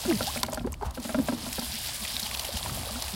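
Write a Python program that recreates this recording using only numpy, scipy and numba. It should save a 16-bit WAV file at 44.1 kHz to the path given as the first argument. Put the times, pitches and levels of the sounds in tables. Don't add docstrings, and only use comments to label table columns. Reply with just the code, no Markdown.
import sys
import numpy as np
from scipy import signal
from scipy.fft import rfft, irfft
from scipy.io import wavfile
from scipy.ndimage import uniform_filter1d
from numba import njit

SR = 44100
rng = np.random.default_rng(int(sys.argv[2]) if len(sys.argv) > 2 else 0)


def to_wav(sig):
    pcm = np.clip(np.atleast_2d(sig), -1, 1) * 32767
    pcm = np.round(pcm).astype(np.int16)
    wavfile.write(sys.argv[1], SR, pcm.T)


def boost_factor(decibels):
    exponent = np.asarray(decibels, float) / 20
    return 10 ** exponent


N = 138915

TOP_HZ, CUT_HZ = 15900, 16400

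# (time [s], stream level [dB], gurgle level [dB])
FLOW = [(0, -36.5, -47.5), (.32, -34, -48.5), (.4, -35.5, -51), (.47, -50, -53.5), (.55, -48, -47),
        (.6, -52.5, -58.5), (.71, -59.5, -56), (.795, -61, -62), (.86, -55, -42), (.93, -60.5, -53.5),
        (.955, -40, -54.5), (.99, -51, -55), (1.05, -39, -53.5), (1.18, -43.5, -49), (1.54, -36.5, -52.5),
        (1.95, -35, -52.5), (2.38, -36.5, -47.5), (3.15, -37.5, -47.5)]
# (frequency [Hz], density [dB per Hz])
STREAM_SPECTRUM = [(900, -43), (1500, -7.5), (2300, -6), (3200, -2), (4950, -1.5), (6100, -8), (10700, -5),
                   (16000, -13.5)]
PATTER_EDGES_HZ = (0, 2700, 6000, 10000, TOP_HZ)
DROPS_PER_S, DROP_CYCLES, DROP_SCATTER_DB = 4000, 4.5, 5
HISS_DB, PATTER_DB, STREAM_DB = -1, 1.1, -0.5

BUBBLES_PER_S, BUBBLE_LOW_HZ, BUBBLE_OCTAVES = 1100, 580, 1.05
BUBBLE_CYCLES, BUBBLE_GLIDE, BUBBLE_DB = 14.7, 0.31, 2.5

# (time [s], level [dB])
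WIND = [(0, -39.5), (.24, -37.5), (.3, -42.5), (.69, -37.5), (.76, -36), (.82, -39.5), (.88, -31),
        (.94, -45), (1.1, -46), (1.17, -37), (1.3, -43.5), (2.3, -43.5), (2.56, -42), (2.68, -38.5),
        (3.15, -44.5)]
WIND_HZ, WIND_WIDTH_HZ = 62, 35.2
BUFFET_HZ, BUFFET_DB, BUFFET_FLICKER_DB = 115, -4.5, 4.5
SLOSH_DB, SLOSH_FLICKER_DB = -58.5, 2

# (time [s], peak level [dB], ring frequency [Hz], drum-note level [dB])
KNOCKS = [(0.051, -24.5, 573, -24), (0.11, -20.5, 704, -36), (0.207, -17.5, 550, -28.5),
          (0.36, -24.5, 590, -31.5), (0.432, -18, 980, -33), (0.484, -23.5, 613, -36),
          (0.528, -22.5, 610, -35.5), (0.574, -24, 626, -30), (0.607, -33.5, 704, -31),
          (0.645, -35.5, 990, -28), (0.671, -27.5, 500, -50), (0.811, -35, 910, -56),
          (0.824, -27, 900, -43), (0.974, -26, 542, -29), (1.049, -29, 590, -29), (1.093, -23, 650, -34),
          (1.145, -17.5, 605, -21), (1.187, -24, 616, -17.5), (1.285, -16, 648, -21.5),
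          (1.323, -24.5, 577, -22), (1.378, -39, 495, -42), (1.431, -35, 520, -36),
          (1.464, -29.5, 690, -29.5), (1.582, -23.5, 494, -31), (1.621, -30, 886, -33),
          (2.66, -24.5, 900, -47), (2.695, -27, 1170, -45.5)]
# (frequency [Hz], level [dB], decay by 60 dB [s])
WALL_MODES = [(400, -11.5, 0.13), (614, -9, 0.21), (801, 3.5, 0.042), (968, 2.5, 0.041), (1353, -1, 0.051),
              (1550, 0.5, 0.029), (2195, -7.5, 0.024)]
DRUM_HZ, DRUM_T60_S, DRUM_RISE_S, DRUM_DB, DRUM_LATE_S = 240, 0.091, 0.0032, 5.5, 0.005
RING_T60_S, RING_DB, WALL_DB, CRACK_DB = 0.024, 3.5, -10.5, -15
REBOUND_S, REBOUND_DB = 0.007, -8

# (time [s], length [s], start frequency [Hz], end frequency [Hz], level [dB])
GLUGS = [(0.073, 0.061, 388.3, 285.5, -18.5), (0.103, 0.074, 280, 168, -23), (0.641, 0.017, 171, 270, -22),
         (.645, 0.025, 366, 378, -27), (0.668, 0.012, 407, 533, -23.5), (0.816, 0.025, 400, 427, -31),
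         (0.844, 0.043, 115, 91.4, -30), (1.176, 0.034, 281, 248, -16.5), (1.587, 0.012, 236, 197, -22.5),
         (2.537, 0.024, 224, 198, -32), (2.544, 0.031, 80, 62, -25.5), (2.894, 0.11, 197, 267, -36.5),
         (3.126, 0.072, 198, 188, -28.5), (0.27, .026, 720, 900, -30), (.288, 0.02, 900, 1150, -32),
         (1.733, 0.039, 221, 220, -36), (2.14, 0.023, 226, 222, -36), (2.322, 0.015, 1110, 1160, -37.5),
         (0.991, 0.024, 258, 240, -30.5), (1.69, 0.032, 200, 190, -40), (2.008, 0.035, 216, 205, -38),
         (2.218, 0.033, 219, 199, -38), (2.707, 0.028, 198, 149, -35), (2.59, 0.035, 75, 60, -35.5)]
OVERTONE_DB = -17

# (time [s], peak level [dB],
# frequency [Hz])
PLOPS = [(.7287, -33, 1000), (.812, -33, 790), (.818, -32, 1160), (.831, -20, 820), (.88, -36, 910),
         (.095, -27, 650), (1.89, -33, 786), (2.262, -30, 820), (2.349, -34, 930), (2.397, -38, 770),
         (2.446, -33, 837), (2.489, -28, 540), (2.773, -28, 640), (2.571, -33.5, 794), (2.65, -31, 620),
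         (2.832, -31, 696), (2.87, -34, 520), (2.9, -31.5, 600), (2.958, -28.5, 1330), (3.041, -35.5, 750),
         (3.08, -33.5, 820)]
PLOP_CYCLES, PLOP_GLIDE, PLOP_DB = 21, 0.27, 3

# (time [s], peak level [dB],
# centre frequency [Hz], spray level [dB], spread [ms])
SPLATS = [(0.0997, -12, 2960, -34, 3), (.125, -12.5, 1900, -30, 2.5), (0.154, -13.5, 4700, -28, 1.5),
          (0.2287, -11, 4250, -25, 1.02), (.2683, -14.5, 4740, -14, 3), (0.372, -15.5, 2270, -14, 4.4),
          (0.4311, -4.5, 4220, -13, 1), (.446, -22, 2100, -22, 4), (1.09, -24, 1400, -40, 8),
          (1.286, -21, 2600, -20, 0.91), (1.3784, -27, 3180, -15, 2), (1.5278, -19, 2840, -3.5, 1.54),
          (1.593, -15, 4700, -12, 2.8), (2.0505, -13, 2870, -19, 2.7), (2.0766, -14, 3400, -16, 3),
          (2.144, -16, 3800, -15.5, 2.2), (2.1665, -8, 3600, -32, 0.4), (2.1954, -14.5, 3660, -8.5, 3.4),
          (2.229, -12, 4370, -20, 4.1), (2.2613, -15, 3000, -16, 3.7), (2.3126, -11, 2520, -35, 0.45),
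          (2.343, -15, 4000, -15, 2.4), (2.348, -12, 3100, -17, 1.2), (2.372, -16, 4200, -12, 2.2),
          (2.394, -10, 4000, -10.5, 2), (2.447, -13, 3000, -13, 3.9), (2.5681, -13.5, 3290, -11, 3.5),
          (2.6287, -15, 3300, -23, 1.3), (2.6954, -21, 1880, -32, 3), (3.022, -15, 4900, -5, 1.2),
          (3.0798, -18.5, 3140, -10, 2),
          (0.4626, -23, 4570, -8, 2), (0.4976, -23, 11400, -25, 3), (0.521, -19, 6700, -22, 2),
         (0.5312, -21.5, 6700, -4.5, 2), (0.5433, -22.5, 4500, -4, 3), (0.5744, -29, 4670, -25, 2),
         (0.594, -23, 3350, -27, 2), (.663, -34.5, 4630, -8, 2), (0.7205, -21.5, 11200, -15.5, 2),
         (0.729, -20, 7050, -25, 1.5), (0.7397, -29, 6100, -13, 1.5), (.7405, -23, 2500, -25, 1.5),
         (.822, -32, 4530, -25, 8), (0.851, -31, 3550, -9, 12), (0.907, -31, 3500, -5, 2),
         (0.9477, -26, 4930, -14, 1.5), (.998, -31, 4200, -4, 3), (1.026, -32.5, 4000, -4, 4),
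         (1.04, -25, 7840, -14, 3)]
SPLAT_OCTAVES, SPLAT_T60_S, SPRAY_TAIL_S = 0.27, 0.012, 0.0018
SPLAT_DB, SPRAY_DB = -4.5, 1.5


def unit(x):
    return x / np.sqrt(np.mean(x ** 2))


def curve(table, order):
    rows = np.array(table)
    return np.interp(np.arange(N) / SR, rows[:, 0], rows[:, order])


def band(x, hz, width_hz):
    return signal.lfilter(*signal.iirpeak(hz, hz / width_hz, fs=SR), x)


def walk(rate):
    hold = int(SR / rate)
    steps = np.repeat(rng.standard_normal(N // hold + 1), hold)
    smooth = uniform_filter1d(uniform_filter1d(steps, hold), hold)
    return unit(smooth[:N])


@njit
def ring(start, step, t60, rise, size, glide, count):
    out = np.zeros(count)
    for k in range(len(start)):
        fade, soft = np.exp(-np.log(1000.) / t60[k]), np.exp(-1 / rise[k])
        env, up, phase = size[k], 1., 0.
        for i in range(max(int(start[k]), 0), min(int(start[k] + t60[k]), count)):
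            phase += step[k] * (1 + glide[k] * (i - start[k]) / t60[k])
            env, up = env * fade, up * soft
            out[i] += env * (1 - up) * np.sin(phase)
    return out


def grains(s, hz, t60_s, db, rise_s, glide):
    values = np.broadcast_arrays(s, hz, t60_s, db, rise_s, glide)
    s, hz, t60_s, db, rise_s, glide = (np.ascontiguousarray(v, float) for v in values)
    step = 2 * np.pi * np.minimum(hz, SR / 3) / SR
    return ring(s * SR, step, t60_s * SR, rise_s * SR, boost_factor(db), glide, N)


def bursts(s, db, t60_s, rise_s):
    clicks = np.zeros(N)
    clicks[(s * SR).astype(int)] = boost_factor(db)
    t = np.arange(SR // 10) / SR
    response = boost_factor(-60 * t / t60_s) * (1 - np.exp(-t / rise_s))
    return signal.fftconvolve(clicks, response)[:N]


def stream():
    when, pitch, chance = rng.random((int(DROPS_PER_S * N / SR), 3)).T
    hz = 1100 * 14 ** pitch
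    db = np.minimum(-DROP_SCATTER_DB * np.log(chance), 16)
    drops = grains(when * N / SR, hz, DROP_CYCLES * 2 / hz, db, 0.0001, 0.28)
    spectrum, f = rfft(drops), np.fft.rfftfreq(N, 1 / SR) + 1
    flat = spectrum / np.sqrt(uniform_filter1d(np.abs(spectrum) ** 2, size=2000))
    hiss = rfft(rng.standard_normal(N)) / np.sqrt(N)
    shape_hz, shape_db = np.array(STREAM_SPECTRUM).T
    colour = boost_factor(np.interp(np.log(f), np.log(shape_hz), shape_db, left=-60))
    water = (flat + boost_factor(HISS_DB) * hiss) * colour
    patter = np.zeros(N)
    for low, high in zip(PATTER_EDGES_HZ, PATTER_EDGES_HZ[1:]):
        patter += irfft(water * (f >= low) * (f < high), N) * boost_factor(0.98 * walk(30.11))
    return unit(patter) * boost_factor(curve(FLOW, order=1) + STREAM_DB + PATTER_DB * walk(45.19))


def gurgle():
    when, pitch, chance = rng.random((int(BUBBLES_PER_S * N / SR), 3)).T
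    hz = BUBBLE_LOW_HZ * 2 ** (BUBBLE_OCTAVES * pitch)
    db = np.minimum(-3.5 * np.log(chance), 15)
    pops = grains(when * N / SR, hz, BUBBLE_CYCLES / hz, db, 0.00029, BUBBLE_GLIDE)
    wash = band(rng.standard_normal(N), 850, 600)
    return (unit(pops) + boost_factor(-4.5) * unit(wash)) * boost_factor(curve(FLOW, order=2) + BUBBLE_DB)


def wind():
    noise = rng.standard_normal((2, N))
    rumble = unit(band(band(noise[0], WIND_HZ, WIND_WIDTH_HZ), WIND_HZ, WIND_WIDTH_HZ * 1.13))
    buffet = unit(band(band(noise[1], BUFFET_HZ, 113), BUFFET_HZ, 177))
    buffet = buffet * boost_factor(BUFFET_DB + BUFFET_FLICKER_DB * walk(12))
    return (rumble + buffet) * boost_factor(curve(WIND, order=1) - 1.5)


def slosh():
    drone = unit(band(band(rng.standard_normal(N), DRUM_HZ, 117), DRUM_HZ, 150))
    s, _, _, drum_db = np.array(KNOCKS).T
    stirring = boost_factor(SLOSH_DB) + bursts(s, drum_db - 11.5, 0.19, 0.0076)
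    return drone * boost_factor(SLOSH_FLICKER_DB * walk(18)) * stirring


def knocks():
    s, db, hz, drum_db = np.array(KNOCKS).T
    rebound_late, rebound_db, drum_detune = rng.standard_normal((3, len(s)))
    again = s + REBOUND_S * 2 ** (rebound_late / 2)
    both = np.r_[s, again]
    both_db = np.r_[db, db + REBOUND_DB + 2 * rebound_db]
    out = grains(both, np.r_[hz, hz], RING_T60_S, both_db + RING_DB, 0.0013, 0.01)
    for mode_hz, mode_db, t60 in WALL_MODES:
        detune, share = rng.standard_normal((2, len(s)))
        level = db + WALL_DB + mode_db + 3 * share
        out += grains(s, mode_hz * (1 + detune / 40), t60, level, 0.00073, 0.)
    drum_hz = DRUM_HZ * (1 + 0.042 * drum_detune)
    out += grains(s + DRUM_LATE_S, drum_hz, DRUM_T60_S, drum_db + DRUM_DB, DRUM_RISE_S, -0.11)
    crack = unit(band(rng.standard_normal(N), 1460, 1170))
    return out + bursts(both, both_db + CRACK_DB, 0.027, 0.0001) * crack


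def glugs():
    t, out = np.arange(N) / SR, np.zeros(N)
    wobble_db = 2.2 * walk(90)
    for s, length, hz, end_hz, db in GLUGS:
        u = np.clip((t - s) / length, 0, 1)
        phase = 2 * np.pi * length * (hz * u + (end_hz - hz) * u ** 2 / 2)
        tone = np.sin(phase) + boost_factor(OVERTONE_DB) * np.sin(2 * phase)
        out += boost_factor(db + wobble_db) * np.sin(np.pi * u ** 1.09) * tone
    return out


def plops():
    s, db, hz = np.array(PLOPS).T
    return grains(s, hz, PLOP_CYCLES / hz, db + PLOP_DB, 0.00085, PLOP_GLIDE)


def splats():
    s, db, hz, spray_db, spread_ms = np.array(SPLATS).T
    spread_s = spread_ms / 1000
    chance = np.clip(rng.standard_normal((10, 3, len(s))), -1.5, 1.5)
    chance[0] = [[0], [0], [2]]
    drop_s = s + spread_s * np.abs(chance[:, 0])
    drop_hz = hz * 2 ** (SPLAT_OCTAVES * chance[:, 1])
    drop_db = db + SPLAT_DB - 10.5 + 3 * chance[:, 2]
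    drops = grains(drop_s.ravel(), drop_hz.ravel(), SPLAT_T60_S / 2, drop_db.ravel(), 0.00014, 0.22)
    spray = unit(band(band(rng.standard_normal(N), 6150, 10000), 14200, 22000))
    spray = signal.sosfilt(signal.ellip(8, 1, 50, TOP_HZ, fs=SR, output="sos"), spray)
    puffs = np.zeros(N)
    starts = (s * SR).astype(int)
    for start, level, width in zip(starts, db + spray_db + SPRAY_DB, spread_s + SPRAY_TAIL_S):
        u = np.arange(min(SR // 10, N - start)) / SR / width
        puffs[start:start + len(u)] += boost_factor(level) * u * np.exp(-u ** 2)
    return drops + puffs * spray


def scene():
    water = stream() + gurgle() + plops() + splats()
    bucket = slosh() + knocks() + glugs()
    return (water + wind() + bucket)[None]


def roll_off(x):
    return signal.sosfilt(signal.butter(12, 16820, fs=SR, output="sos"), x)


def record(dry):
    low_pass = signal.ellip(8, 1, 70, CUT_HZ, fs=SR, output="sos")
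    mix = signal.sosfilt(low_pass, dry)
    return roll_off(mix)


dry = scene()
out = record(dry)
to_wav(out)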